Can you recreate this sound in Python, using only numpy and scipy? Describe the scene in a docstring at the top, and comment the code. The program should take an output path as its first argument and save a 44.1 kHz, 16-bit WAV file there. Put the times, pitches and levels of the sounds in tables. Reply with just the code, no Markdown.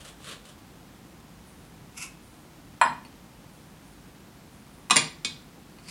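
"""Crockery knocks in a quiet kitchen: a bowl is set on a dish, then drops between neighbours in a wire stand.
Each blow rings decaying ceramic modes, cracks at the contact and thumps the table under the stand.
Before that leaves are pressed into a jar and the bowl swishes through the hands (noise under swelling gains);
late on, palms brush. Bare walls echo it all over room rumble and hiss."""
import sys
import numpy as np
from scipy import signal
from scipy.fft import rfft, irfft
from scipy.io import wavfile

SR = 44100
rng = np.random.default_rng(int(sys.argv[2]) if len(sys.argv) > 2 else 0)


def dump(signal):
    """Clip the signal to [-1, 1] and save it as 16-bit WAV at the path in sys.argv[1]."""
    limited = np.clip(np.atleast_2d(signal).T, -1, 1)
    pcm = np.round(limited * 32767).astype(np.int16)
    wavfile.write(sys.argv[1], SR, pcm)


def convert_level_to_amplitude(level_db):
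    """Map a level in decibels to its linear amplitude factor."""
    exponent = np.asarray(level_db, float) / 20
    return 10 ** exponent


N = 260190
T = np.arange(N) / SR  # s
T_RING = T[:SR // 3]  # s, span of one blow


def unit(x):
    """Scale to rms 1."""
    return x / np.sqrt(np.mean(x ** 2))


def colour(x, points):
    """Shape the spectrum by (Hz, dB) points joined on a log-frequency axis; rms 1."""
    hz, db = np.transpose(points)
    f = np.fft.rfftfreq(len(x), 1 / SR) + 1
    gain = convert_level_to_amplitude(np.interp(np.log(f), np.log(hz), db))
    return unit(irfft(rfft(x) * gain, len(x)))


def band(x, hz, width_hz):
    """Resonant band-pass applied twice for steep skirts; width is that of one pass."""
    b, a = signal.iirpeak(hz, hz / width_hz, SR)
    once = signal.lfilter(b, a, x)
    return signal.lfilter(b, a, once)


def grains(rate_hz, spread_db, hiss):
    """Tiny slips at random moments and of widely spread size, over plain noise."""
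    hit = rng.random(N) < rate_hz / SR
    size = convert_level_to_amplitude(spread_db * rng.exponential(size=N)) * rng.standard_normal(N)
    return unit(hit * size) + hiss * rng.standard_normal(N)


def strokes(rows, fade_db_per_s):
    """Gain over time: each stroke swells to its peak, then fades at a steady dB rate; powers add."""
    peak_s, swell_s, db = np.transpose(rows)[:, :, None]
    swell_loss_db = 18.5 * (peak_s - T) / swell_s  # climbs 18.5 dB in the swell time
    fade_loss_db = fade_db_per_s * (T - peak_s)
    gains = convert_level_to_amplitude(db - np.maximum(swell_loss_db, fade_loss_db))
    return np.sqrt((gains ** 2).sum(0))


# room tone spectrum: f/Hz, relative level/dB
ROOM_COLOUR = [(15, -46), (25, -24), (49, -3), (80, -7), (97, -6.5), (170, -1.5), (229, -5.5), (301, -7),
               (394, -13.5), (591, -16), (641, -18), (714, -15), (1890, -22.5), (9570, -31.5),
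               (16000, -35.5)]


def room():
    """House rumble in the bass, a little lumpy, over steady microphone hiss."""
    return convert_level_to_amplitude(-50) * colour(grains(300, 0.9, 3.45), ROOM_COLOUR)


# leaf spectrum: f/Hz, relative level/dB
LEAF_COLOUR = [(180, -29), (300, -15), (421, -5), (599, 0), (867, -26), (1070, -1.5), (1340, -4.5),
               (1970, -7), (2130, -11), (3090, -1), (5170, -7.5), (9220, -2.5), (14000, -14)]
# fingers press the leaves: peak t/s, swell t/s, dull level/dB, bright level/dB
PRESSES = [(.008, 0.011, -48.5, -52), (.049, 0.0072, -48, -48.5), (.085, 0.057, -49, -50.5),
           (.245, .05, -52.5, -53), (.292, 0.079, -41, -44.5), (0.321, 0.02, -40, -46.5),
           (.455, 0.013, -52.5, -54), (.492, 0.027, -53.5, -53.5)]


def leaves():
    """Crumpling leaves: a duller body of creases and a brighter crackle of edges."""
    peak_s, swell_s, dull_db, bright_db = np.transpose(PRESSES)
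    split_hz, fade_db_per_s = 4000, 357
    crumple = colour(grains(3000, 1.5, 0.8), LEAF_COLOUR)
    dull = signal.sosfilt(signal.butter(3, split_hz, fs=SR, output="sos"), crumple)
    bright = signal.sosfilt(signal.butter(3, split_hz, "high", fs=SR, output="sos"), crumple)
    dull_gain = strokes(np.c_[peak_s, swell_s, dull_db], fade_db_per_s)
    bright_gain = strokes(np.c_[peak_s, swell_s, bright_db], fade_db_per_s)
    return dull_gain * unit(dull) + bright_gain * unit(bright)


# faint treble whispers: peak t/s, swell t/s, level/dB
WHISPERS = [(1.474, .03, -61.5), (2.232, .03, -63), (3.522, 0.045, -65.5), (3.84, .02, -64.5),
            (4.53, .03, -65), (4.75, .1, -67)]


def whispers():
    """Grainy noise in a narrow treble band, faintly swelling and slowly fading."""
    treble = band(grains(820, 1.3, 0.86), 9640, 2000)
    return strokes(WHISPERS, 53) * unit(treble)


# sliding skin spectrum: f/Hz, relative level/dB
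SWISH_COLOUR = [(600, -32), (1100, -6.5), (1230, -15), (1400, -3.5), (1650, -23), (2200, -2), (2400, -4),
                (2630, 3), (3100, -13.5), (4200, -20), (5200, -6.5), (7600, -8), (9500, -11.5),
                (11500, -6.5), (12500, -28)]
# skin slides over the glaze: peak t/s, swell t/s, level/dB
SLIDES = [(1.976, 0.01, -37), (2.028, 0.054, -34.5), (2.055, .02, -45)]


def swish():
    """Dry skin slides on glaze: dense small slips, coloured."""
    return strokes(SLIDES, 450) * colour(grains(4000, 0.6, 1.1), SWISH_COLOUR)


def ring(hz, width_hz, db):
    """Sum of decaying sines; neighbours start in opposite directions, wide resonances die fast and start louder."""
    t = T_RING[:, None]
    sign = (-1) ** np.arange(len(hz))
    fade = width_hz * np.exp(-np.pi * width_hz * t) * sign
    modes = convert_level_to_amplitude(db) * fade * np.sin(2 * np.pi * np.array(hz) * t)
    return modes.sum(1) / np.mean(width_hz)


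# modes of each piece of crockery: f/Hz
PITCHES = dict( bowl=[755, 862, 968, 1050, 1168, 1297, 1459, 1700, 1805, 1912, 2376, 2487, 2766, 4003, 4230, 6500, 7160, 7711, 8740, 9200, 9604, 9738, 9916],
           left=[759, 1190, 1440, 1970, 2503, 2920, 3280, 4006, 4740, 5170, 5420, 5660, 6280, 6920, 7130, 7380, 7570, 8460, 8780, 9110, 9320, 9440, 9750, 11100],
           middle=[619, 1200, 1950, 2070, 2290, 2438, 2785, 3260, 3375, 3698, 4040, 4285, 4570, 4760, 4931, 5710, 6590, 6930, 7244, 7660, 8510, 8770, 9150, 9560, 9980, 11800],
           right=[2250, 2500, 3240, 3380, 3518, 3770, 3930, 4205, 4565, 4920, 5090, 5335, 5705, 6410, 6840, 7380, 8480, 8770, 9180, 9380, 9730],
           stand=[3520, 4720, 4990, 5220], rim=[2050, 2500, 2860, 4450, 9650])
# the same modes, in order: width/Hz, relative level/dB
RINGS = dict( bowl=[(34.7, -2), (30.3, 6), (45, 3), (23.148, -14), (22, 2.5), (23.148, 2), (12, 9),
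         (29.8, -31), (28, -32), (27.5, 1), (25, -2), (20.5, 0), (22.68, -7.5), (25.2, -13), (22, -7),
         (185.19, -63), (37.037, -22), (23.6, -3.5), (30, -17), (30, -17), (23.8, -14), (25, -8),
         (32.4, -10)], left=[(31.481, -2), (34.8, 3), (35, -7.5), (26, -5.5), (30, 3), (25, 0), (109, -19),
         (46, -3.5), (73, -24), (49, -26), (26, -9), (25, -5), (31, -7), (25, -23), (27, -17), (108, -7.5),
         (25, -23), (32, -8), (44, -16), (36, -12), (25, -23), (30.24, -2), (30.24, -6), (40, -34)],
         middle=[(26.6, -7), (78, -12), (25, -2), (64, -2.5), (18, 6.5), (13, 7), (31, -4.5), (29, -22),
         (32, -3), (20, -12), (27, -3), (42, -20), (26, 0.5), (41, -14), (40, 2), (34, -1.5), (91, -10),
         (73, -5), (90, 3.5), (91, -16), (32, -9), (89, -17), (25, -10), (60, 4), (73, -11), (73, -16)],
         right=[(30, -5.5), (11, 6), (25, -10), (40, -11.5), (24.8, -8), (25, -18), (71, -5.5), (33.4, -7),
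         (37, -3), (25, -11), (28, -7), (25, -10), (51, -5), (29, -12), (24, -9), (38, -3), (44, -16),
         (37, -15), (71, -10.5), (25, -12), (26, -9)], stand=[(40, -5), (30, -4), (35, 3), (30, -0.5)],
         rim=[(74, -4.5), (60, -2), (67, -5.5), (35, -1), (100, -9)])


def dish_rings():
    """Ceramic modes of each piece, struck once."""
    return {dish: ring(PITCHES[dish], *np.transpose(RINGS[dish])) for dish in RINGS}


# table top modes: f/Hz, width/Hz, relative level/dB
TABLE = [(120.6, 6.7, -9), (155.8, 5.6, 7), (204.4, 9.9, -1), (249, 15, 8), (351.7, 36, 3), (466, 58, 0.5)]


def table_thump():
    """Table top modes; the heavy top takes a while to get moving."""
    rise_s = 0.012
    return ring(*np.transpose(TABLE)) * (1 - np.exp(-T_RING / rise_s))


# low, middle and high crack bands: f/Hz, width of one pass/Hz
CRACKS = [(1100, 660), (3400, 3800), (7500, 6500)]
# high crack of each piece against its middle crack: level/dB
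EDGE_DB = dict(bowl=0, stand=-9, left=-7, middle=-19, right=-25, rim=-12)


def contact_crack(dish, low_db, middle_db):
    """First touch, then rough glaze chatters; three bands, each scaled by its peak."""
    push = 0.28 * rng.standard_normal(len(T_RING)) * np.exp(-T_RING / 0.002)
    push[0] = -1
    # small dishes radiate no bass
    push = signal.sosfilt(signal.butter(4, 650, "high", fs=SR, output="sos"), push)
    out = np.zeros(len(push))
    levels_db = low_db, middle_db, middle_db + EDGE_DB[dish]
    for db, (hz, width_hz) in zip(levels_db, CRACKS):
        crack = band(push, hz, width_hz)
        out += convert_level_to_amplitude(db) * crack / np.abs(crack).max()
    return out


# blows: what rings, t/s, then level/dB of ring, low crack, middle crack, table thump
BLOWS = [("bowl", 2.8137, -20.5, -4, -27.5, -48), ("stand", 2.851, -43.5, -38, -47, -36),
         ("left", 4.8990, -30.5, -20, -26, -39), ("left", 4.9080, -15.5, -13.5, -6, -34),
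         ("left", 4.9180, -29, -19.5, -29, -27.5), ("middle", 4.9592, -24.5, -16, -21, -26.5),
         ("middle", 4.966, -18, -19.5, -6.5, -36), ("middle", 4.9772, -46, -39, -20, -29.5),
         ("right", 5.2475, -26.5, -31, -18.5, -38.5)]
# light ticks on a rim: t/s, ring level/dB
TICKS = [(3.0498, -45), (5.7860, -48), (5.8860, -46)]


def blows():
    """Every blow rings a dish and thumps the table top (first row) and cracks at the contact (second row)."""
    out = np.zeros((2, N + SR))
    rings, thump = dish_rings(), table_thump()
    # a tick's low crack, middle crack and thump follow its ring level
    ticks = [("rim", s, db, db + 0.5, db - 2, db - 5.5) for s, db in TICKS]
    for dish, s, ring_db, low_db, middle_db, thump_db in BLOWS + ticks:
        start = int(s * SR)
        span = slice(start, start + len(T_RING))
        out[0, span] += convert_level_to_amplitude(ring_db) * rings[dish] + convert_level_to_amplitude(thump_db) * thump
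        out[1, span] += contact_crack(dish, low_db, middle_db)
    return out[:, :N]


# palm spectrum: f/Hz, relative level/dB
HAND_COLOUR = [(590, -40), (1000, -10), (1400, -16), (2290, -4), (3890, -14), (4620, -0.5), (5860, -13),
               (8710, -9), (15000, -22)]
# palms brush: peak t/s, swell t/s, level/dB
BRUSHES = [(5.87, .08, -53), (5.888, 0.0093, -39)]


def palms():
    """Palms brush: sparser slips of wider spread, coloured."""
    return strokes(BRUSHES, 300) * colour(grains(1800, 1.9, 0.9), HAND_COLOUR)


# reverberation time of the walls: f/Hz, T60 t/s
WALL_T60 = [(150, 0.49), (1000, 0.34), (4000, 0.35), (10000, 0.22)]
# table and near wall: delay t/s, level/dB
ECHOES = [(.0045, -13), (.0098, -9.5)]


def walls(x, wet_db):
    """Two early echoes in a dense tail that sets in at once and loses its treble first."""
    t = T[:SR // 2]
    hz, t60_s = np.transpose(WALL_T60)
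    tail = np.zeros(len(t))
    for f in 125 * 2.0 ** np.arange(7):  # octaves, Hz
        noise = unit(band(rng.standard_normal(len(t)), f, f / 1.35))
        decay_s = np.interp(np.log(f), np.log(hz), t60_s)
        tail += np.sqrt(f) * noise * np.exp(-np.log(1000) * t / decay_s)
    tail = tail * (1 - np.exp(-t / 0.00097))
    tail = convert_level_to_amplitude(wet_db) * tail / np.sqrt(np.sum(tail ** 2))
    for delay_s, db in ECHOES:
        tail[int(delay_s * SR)] += convert_level_to_amplitude(db)
    return signal.fftconvolve(x, tail)[:N]


def scene():
    """Near sounds with their echoes, dulled at the top by the microphone port, over the room tone."""
    rings, cracks = blows()
    soft = swish() + palms() + whispers() + leaves()
    # cracks spread all round and stir the room most; rings and soft sounds face the listener
    echoes = walls(cracks + convert_level_to_amplitude(-5) * rings + convert_level_to_amplitude(-7) * soft, wet_db=-2.7)
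    near = rings + cracks + soft + echoes
    port = signal.butter(3, 11000, fs=SR, output="sos")
    return (signal.sosfilt(port, near) + room())[None]


def low_pass(x):
    """Removes everything above the highest recorded frequency."""
    return signal.sosfilt(signal.butter(12, 15900, fs=SR, output="sos"), x)


def record(dry):
    """The finished mix, with the treble cut off above 15.9 kHz."""
    return low_pass(dry)


dry = scene()
out = record(dry)
dump(out)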